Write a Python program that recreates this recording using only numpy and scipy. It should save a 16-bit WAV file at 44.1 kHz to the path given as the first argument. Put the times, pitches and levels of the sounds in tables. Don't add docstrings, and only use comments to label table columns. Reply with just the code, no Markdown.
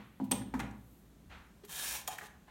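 import sys
import numpy as np
from scipy import signal
from scipy.fft import rfft, irfft
from scipy.io import wavfile
from scipy.ndimage import uniform_filter1d

SR = 44100
rng = np.random.default_rng(int(sys.argv[2]) if len(sys.argv) > 2 else 0)


def digitize_waveform(pressure):
    field = np.atleast_2d(pressure).T
    bounded = np.clip(field, -1, 1)
    quanta = np.round(bounded * 32767).astype(np.int16)
    wavfile.write(sys.argv[1], SR, quanta)


def voltage_ratio(level):
    return 10 ** (np.asarray(level, float) / 20)


N = 110250
T = np.arange(N) / SR
HZ = np.maximum(np.fft.rfftfreq(N, 1 / SR), 1)
TAP_RISE_S, TAP_SCATTER_DB, TAP_DETUNE = 0.0005, 2.0, 0.01


def unit(x):
    return x / np.sqrt(np.mean(x ** 2))


def colour(x, gain_db):
    return unit(irfft(rfft(x) * voltage_ratio(gain_db), N))


def read(table, hz=HZ):
    table_hz, value = np.array(table).T
    return np.interp(np.log(hz), np.log(table_hz), value)


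def octaves(lowest_hz, count):
    centres_hz = lowest_hz * 2.0 ** np.arange(count)
    return [(hz, np.sqrt(np.maximum(1 - np.abs(np.log2(HZ / hz)), 0))) for hz in centres_hz]


def fade(start_s, rise_s, t60_s):
    t = np.maximum(T - start_s, 0)
    return (1 - np.exp(-t / max(rise_s, 1e-5))) * voltage_ratio(-60 * t / t60_s)


def ring(start_s, modes, rise_s, scatter_db, detune=0.0044):
    out = np.zeros(N)
    luck = rng.standard_normal((14, 2))
    first = int(np.ceil(max(start_s, 0) * SR))
    t = T[first:first + SR] - start_s
    total = 0
    for (hz, db, t60_s), (level_luck, pitch_luck) in zip(modes, luck):
        decay = voltage_ratio(db + scatter_db * level_luck) * np.exp(-np.log(1000) * t / t60_s)
        total = total + decay * np.sin(2 * np.pi * hz * (1 + detune * pitch_luck) * t)
    out[first:first + SR] = (1 - np.exp(-t / max(rise_s, 1e-5))) * total
    return out


def walk(rate_hz):
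    k = int(SR / rate_hz)
    return unit(uniform_filter1d(uniform_filter1d(rng.standard_normal(N), k), k))


def grit(spread_db):
    grain = np.minimum(rng.exponential(size=N), 3.5)
    return rng.standard_normal(N) * voltage_ratio(spread_db * np.repeat(grain, 8)[:N])


# [t/s, level/dB, swell/s, favoured f/Hz]
THUDS = [(-.03, -29.5, 0.007, 227), (0.201, -20.5, 0.017, 247), (0.2195, -21.5, 0.012, 239),
         (0.256, -49, 0.011, 225), (0.3136, -32.5, 0.002, 255), (.325, -21, 0.0062, 229),
         (.342, -33, 0.0081, 235), (.41, -32.5, 0.004, 260), (0.466, -35, 0.007, 250),
         (0.5393, -21.5, 0.011, 268), (0.547, -30.5, 0.0059, 288), (0.579, -33, .006, 200),
         (.607, -33, 0.002, 234), (.62, -33, 0.0029, 227), (.64, -35, 0.0072, 219),
         (0.699, -45, 0.0098, 208), (0.741, -42, 0.013, 245)]
# [f/Hz, level/dB, t60/s]
CABINET = [(206, -2.5, .14), (244, -10, .16), (258, 0, .1), (305, -12, .14)]
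# [f/Hz, level/dB, t60/s]
TABLE = [(112.3, -20.5, 0.565), (127.2, -18, 0.57)]
# [t/s, level/dB, favoured f/Hz]
KNOCKS = [(-.03, -27.5, 904), (.2, -36.5, 810), (.207, -43.5, 790), (.3128, -37.5, 850),
          (.3155, -32.5, 615), (.3225, -29.5, 920), (.345, -40.5, 580), (.415, -46, 1470),
          (.539, -39, 1160), (.5435, -39.5, 850), (0.547, -39, 1420), (0.577, -43, 450), (0.595, -40, 1416),
          (.6, -33, 1200), (.605, -35, 2080), (.609, -41, 764), (.635, -41, 680), (.7, -49.5, 796)]
# [f/Hz, level/dB, t60/s]
PANEL = [(380, -4, 0.043), (428.7, 0.5, 0.1), (490, -7.5, 0.24), (571, -4.5, 0.071), (695.6, -13.5, 0.13),
         (796, -5, 0.068), (847, -2.5, 0.041), (934.6, -1, 0.048), (1103, -16, 0.11), (1200, -3, 0.02),
         (1432, -6.5, 0.052), (1700, -10, 0.084), (2022, -5.5, 0.056), (2460, -12, 0.03)]


def deck():
    out = 0
    for s, db, swell_s, near_hz in THUDS:
        modes = [(hz, d - 40 * np.log2(hz / near_hz) ** 2, t60_s) for hz, d, t60_s in CABINET]
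        cabinet = ring(s, modes, swell_s, scatter_db=1, detune=0)
        table = ring(s, TABLE, rise_s=0.1, scatter_db=5.3, detune=0.024)
        out = out + voltage_ratio(db) * (cabinet + table)
    for s, db, near_hz in KNOCKS:
        modes = [(hz, d - 22 * np.log2(hz / near_hz) ** 2, t60_s) for hz, d, t60_s in PANEL]
        out = out + voltage_ratio(db) * ring(s, modes, TAP_RISE_S, TAP_SCATTER_DB, TAP_DETUNE)
    return out


# (t/s, f/Hz, level/dB, t60/s)
TONGUE = (.3124, 12700, -29, .014)


def latch():
    return ring(TONGUE[0], [TONGUE[1:]], TAP_RISE_S, scatter_db=0)


# [f/Hz, level/dB, t60/s]
SPRING = [(8463, 0, .012), (8473, -27, .3), (8613, -25, .28), (8660, -27, .22), (8753, -8, .025),
          (8390, -29, .2), (8850, -28, .15), (5819, -31, .15), (6255, -31, .15)]
# [t/s, level/dB]
SPRING_BLOWS = [
    (.3175, -19.5),
    (.31898, -17),
]


def latch_spring():
    return sum(voltage_ratio(db) * ring(s, SPRING, rise_s=0.00013, scatter_db=0, detune=0) for s, db in SPRING_BLOWS)


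# [t/s, level/dB, t60/s, centre f/Hz,
# width/octaves]
BURSTS = [(0.199, -66, 0.36, 2200, 1.4), (0.241, -56, 0.086, 6950, 6.3), (0.314, -28.5, 0.045, 3550, 1.6),
          (0.3138, -31, 0.043, 7000, 2.9), (0.322, -32, 0.034, 2970, 0.63), (0.418, -51, 0.019, 1790, 0.5),
          (0.539, -55, 0.21, 3940, 1.2), (.593, -36, 0.0061, 4870, 1.2), (0.599, -41, 0.054, 4130, 1.12),
          (0.71, -58, 0.031, 6300, 0.54), (1.636, -58, 0.11, 2480, 1.1), (1.649, -50.5, 0.054, 9000, 5.8),
          (2.013, -46, 0.038, 3900, 1.2), (2.0776, -28.5, 0.013, 6700, 2.3), (2.082, -35, 0.042, 7000, 2.4),
          (2.118, -61, 0.049, 5850, 1.4), (2.183, -48.5, 0.08, 7050, 1.1), (2.268, -95, 0.07, 8200, 0.47),
          (0.3115, -40, 0.1, 2330, 1.9), (0.315, -55, 0.41, 3380, 0.2), (.330, -51, 2.5, 57.3, 0.1),
           (0.539, -38, 0.11, 970, .8), (0.595, -40, 0.055, 1670, 1.04), (0.596, -47.5, 0.33, 1730, 0.83),
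           (1.636, -54, 0.19, 405, 0.093), (1.691, -51, 0.092, 950, 0.46), (2.082, -49, 0.34, 800, 0.2),
           (2.1845, -39.5, 0.045, 1770, 0.5), (2.21, -48.5, 0.26, 1610, 0.37),
           (2.222, -56, 0.19, 407, 0.084)]


def cracks():
    out = 0
    for s, db, t60_s, hz, wide_oct in BURSTS:
        band_db = np.maximum(-6 * (np.log2(HZ / hz) / wide_oct) ** 2, -60)
        out = out + voltage_ratio(db) * fade(s, 0.0004, t60_s) * colour(grit(2.2), band_db)
    return out


# [f/Hz, rubbed level/dB, tapped level/dB, t60/s, rubbed hardest t/s]
SHELL = [(757, -9, -10, 0.058, 1.745), (850, 0.5, -7.5, 0.058, 2.018), (1020, 5.5, -2.5, 0.032, 2.07),
         (1176, 2, -5.5, 0.024, 1.55), (1700, -4, -2, 0.038, 1.78), (1844, 1, -12, 0.097, 2.3),
         (2420, -1, 1.5, 0.0084, 1.93), (3157, 2.5, -18, 0.06, 1.77), (3690, 0.5, -18.5, 0.023, 1.81),
         (5340, 1, -11, 0.0088, 1.87), (5700, 2, -23, 0.016, 1.92), (6920, -11, -16.5, 0.017, 1.99),
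         (8330, -9, -23, 0.011, 2.07), (9600, 2, -17, 0.0089, 1.83)]
# [t/s, level/dB, tilt/(dB/octave), favoured f/Hz]
TAPS = [(1.641, -51.5, 7, 895), (2.0758, -47, 14, 3540), (2.0796, -30, -2, 940), (2.086, -38, -22, 760),
        (2.106, -42, 10, 770), (2.117, -53.5, 12.5, 2880), (2.155, -50, 12, 800), (2.176, -50, 0, 760),
        (2.1854, -41, 4, 1700), (2.191, -54, 1, 1700), (2.211, -42, -2, 1700), (2.229, -41.5, -9, 890),
        (2.24, -43.5, 0, 1100), (2.253, -53, 2, 1250), (2.274, -53, -9, 1700), (2.481, -46.5, -5, 890)]
# [t/s, level/dB]
SLIDE = [
    (1.672, -70),
    (1.696, -51),
    (1.734, -45.5),
    (1.842, -40),
    (1.93, -41.5),
    (1.962, -39.5),
    (1.995, -48),
    (2.045, -73),
    (2.07, -87),
]
# [t/s, level/dB]
SETTLE = [
    (2.07, -58),
    (2.13, -47.5),
    (2.17, -62.5),
    (2.23, -55.5),
    (2.27, -56.5),
    (2.31, -99),
    (2.40, -101),
]
# [f/Hz, level/(dB/Hz)]
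RUB = [(180, -38), (300, -13.5), (787, -6), (1360, -5.5), (2030, -8), (2440, -2.5), (4000, -2.5),
       (9550, -2.5), (16000, -9)]


def cassette():
    GRIT_DB, SHELL_SHARE_DB, SETTLE_TILT_DB = 3, -14.5, -3
    CONTACT_S = 0.075
    rub = grit(GRIT_DB) * voltage_ratio(1.26 * walk(52))

    def level(curve):
        return voltage_ratio(np.interp(T, *np.array(curve).T, left=-120, right=-120))

    def rubbed_mode(hz, t60_s):
        resonance = 1 + 1j * (HZ - hz) * t60_s * np.pi * 2 / np.log(1000)
        return unit(irfft(rfft(rub) / resonance, N))

    shell = 0
    for hz, db, _, t60_s, s in SHELL:
        contact = np.exp(-0.5 * ((T - s) / CONTACT_S) ** 2)
        shell = shell + voltage_ratio(db) * contact * rubbed_mode(hz, t60_s)
    case = voltage_ratio(-17) * rubbed_mode(hz=1730, t60_s=0.022)
    out = (colour(rub, read(RUB)) + voltage_ratio(SHELL_SHARE_DB) * shell + case) * level(SLIDE)
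    settle_db = read(RUB) + SETTLE_TILT_DB * np.log2(HZ / 2000)
    out = out + colour(grit(GRIT_DB), settle_db) * level(SETTLE)
    for s, db, tilt_db, near_hz in TAPS:
        modes = [(hz, d + tilt_db * np.log2(hz / 1000) - 8 * abs(np.log2(hz / near_hz)), t60_s)
                 for hz, _, d, t60_s, _ in SHELL]
        out = out + voltage_ratio(db) * ring(s, modes, TAP_RISE_S, TAP_SCATTER_DB, TAP_DETUNE)
    return out


# [t/s, level/dB, rise/s]
SCUFFS = [
    (-.03, -52.5, 0.015),
    (1.295, -46, 0.029),
    (2.47, -58, 0.019),
]
# [f/Hz, level/(dB/Hz)]
SCUFF = [(300, -11), (800, 0.5), (1250, 1), (2500, -3), (4300, -10), (5200, -15), (8000, -25), (12000, -47)]
# [f/Hz, t60/s]
SCUFF_T60 = [(500, 0.32), (1500, 0.63), (3000, 0.47), (6000, 0.35)]


def shoe():
    out = 0
    for s, db, rise_s in SCUFFS:
        spectrum = rfft(colour(grit(1.0), read(SCUFF) - 40 * (HZ < 300)))
        scuff = sum(irfft(spectrum * weight ** 2, N) * fade(s, rise_s, read(SCUFF_T60, hz))
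                    for hz, weight in octaves(350, count=6))
        out = out + voltage_ratio(db) * scuff
    return out


def swell(centre_s, length_s):
    return np.exp(-((T - centre_s) / length_s) ** 2)


def footfall():
    thump = colour(rng.standard_normal(N), -12 * np.abs(np.log2(HZ / 56)))
    return voltage_ratio(-57) * swell(centre_s=1.33, length_s=0.11) * thump


def sleeve():
    brush = colour(grit(1.5), -9 * np.abs(np.log2(HZ / 11900)))
    return voltage_ratio(-73) * swell(centre_s=0.92, length_s=0.14) * brush


# [f/Hz, t60/s]
ROOM = [(100, 0.64), (400, 0.63), (1500, 0.48), (4000, 0.37), (10000, 0.26)]


def room(x):
    ROOM_DB, GAP_S = -10, 0.0064
    tail = sum(irfft(rfft(rng.standard_normal(N)) * weight, N) * fade(GAP_S, 0.01, read(ROOM, hz))
               for hz, weight in octaves(56.2, count=9))
    return signal.fftconvolve(x, tail / np.sqrt(np.sum(tail ** 2)))[:N] * voltage_ratio(ROOM_DB)


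# [f/Hz, level/(dB/Hz)]
FLOOR = [(25, -42), (40, -5.5), (58, 2), (85, -7.5), (190, -3.5), (480, -17.5), (2500, -28.5),
         (7000, -33.5)]


def floor():
    FLOOR_DB = -60
    spectrum = rfft(rng.standard_normal(N)) * voltage_ratio(read(FLOOR) - 30 * (HZ < 25))
    out = 0
    for hz, weight in octaves(21.6, count=10):
        wander_db = min(1.5, 600 / hz + 1.8) * walk(0.82)
        out = out + irfft(spectrum * weight ** 2, N) * voltage_ratio(wander_db)
    return voltage_ratio(FLOOR_DB) * unit(out)


def scene():
    SPRING_WET_DB = -6
    near = deck() + latch() + cracks() + cassette()
    spring = latch_spring()
    wet = room(near + voltage_ratio(SPRING_WET_DB) * spring)
    far = shoe() + footfall() + sleeve()
    return (near + spring + wet + far + floor())[None]


def band_limit(x):
    return signal.sosfilt(signal.butter(12, 16820, fs=SR, output="sos"), x)


# [f/Hz, level/dB]
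MIC = [(4000, -0.5), (5000, -4.5), (6500, 0), (9500, -0.5), (10500, -3), (11500, 1.5), (14000, 2.5)]


def record(dry):
    TOP_HZ = 15950
    response_db = read(MIC) - 86 * (HZ > TOP_HZ)
    mix = irfft(rfft(dry) * voltage_ratio(response_db), N)
    return band_limit(mix)


dry = scene()
out = record(dry)
digitize_waveform(out)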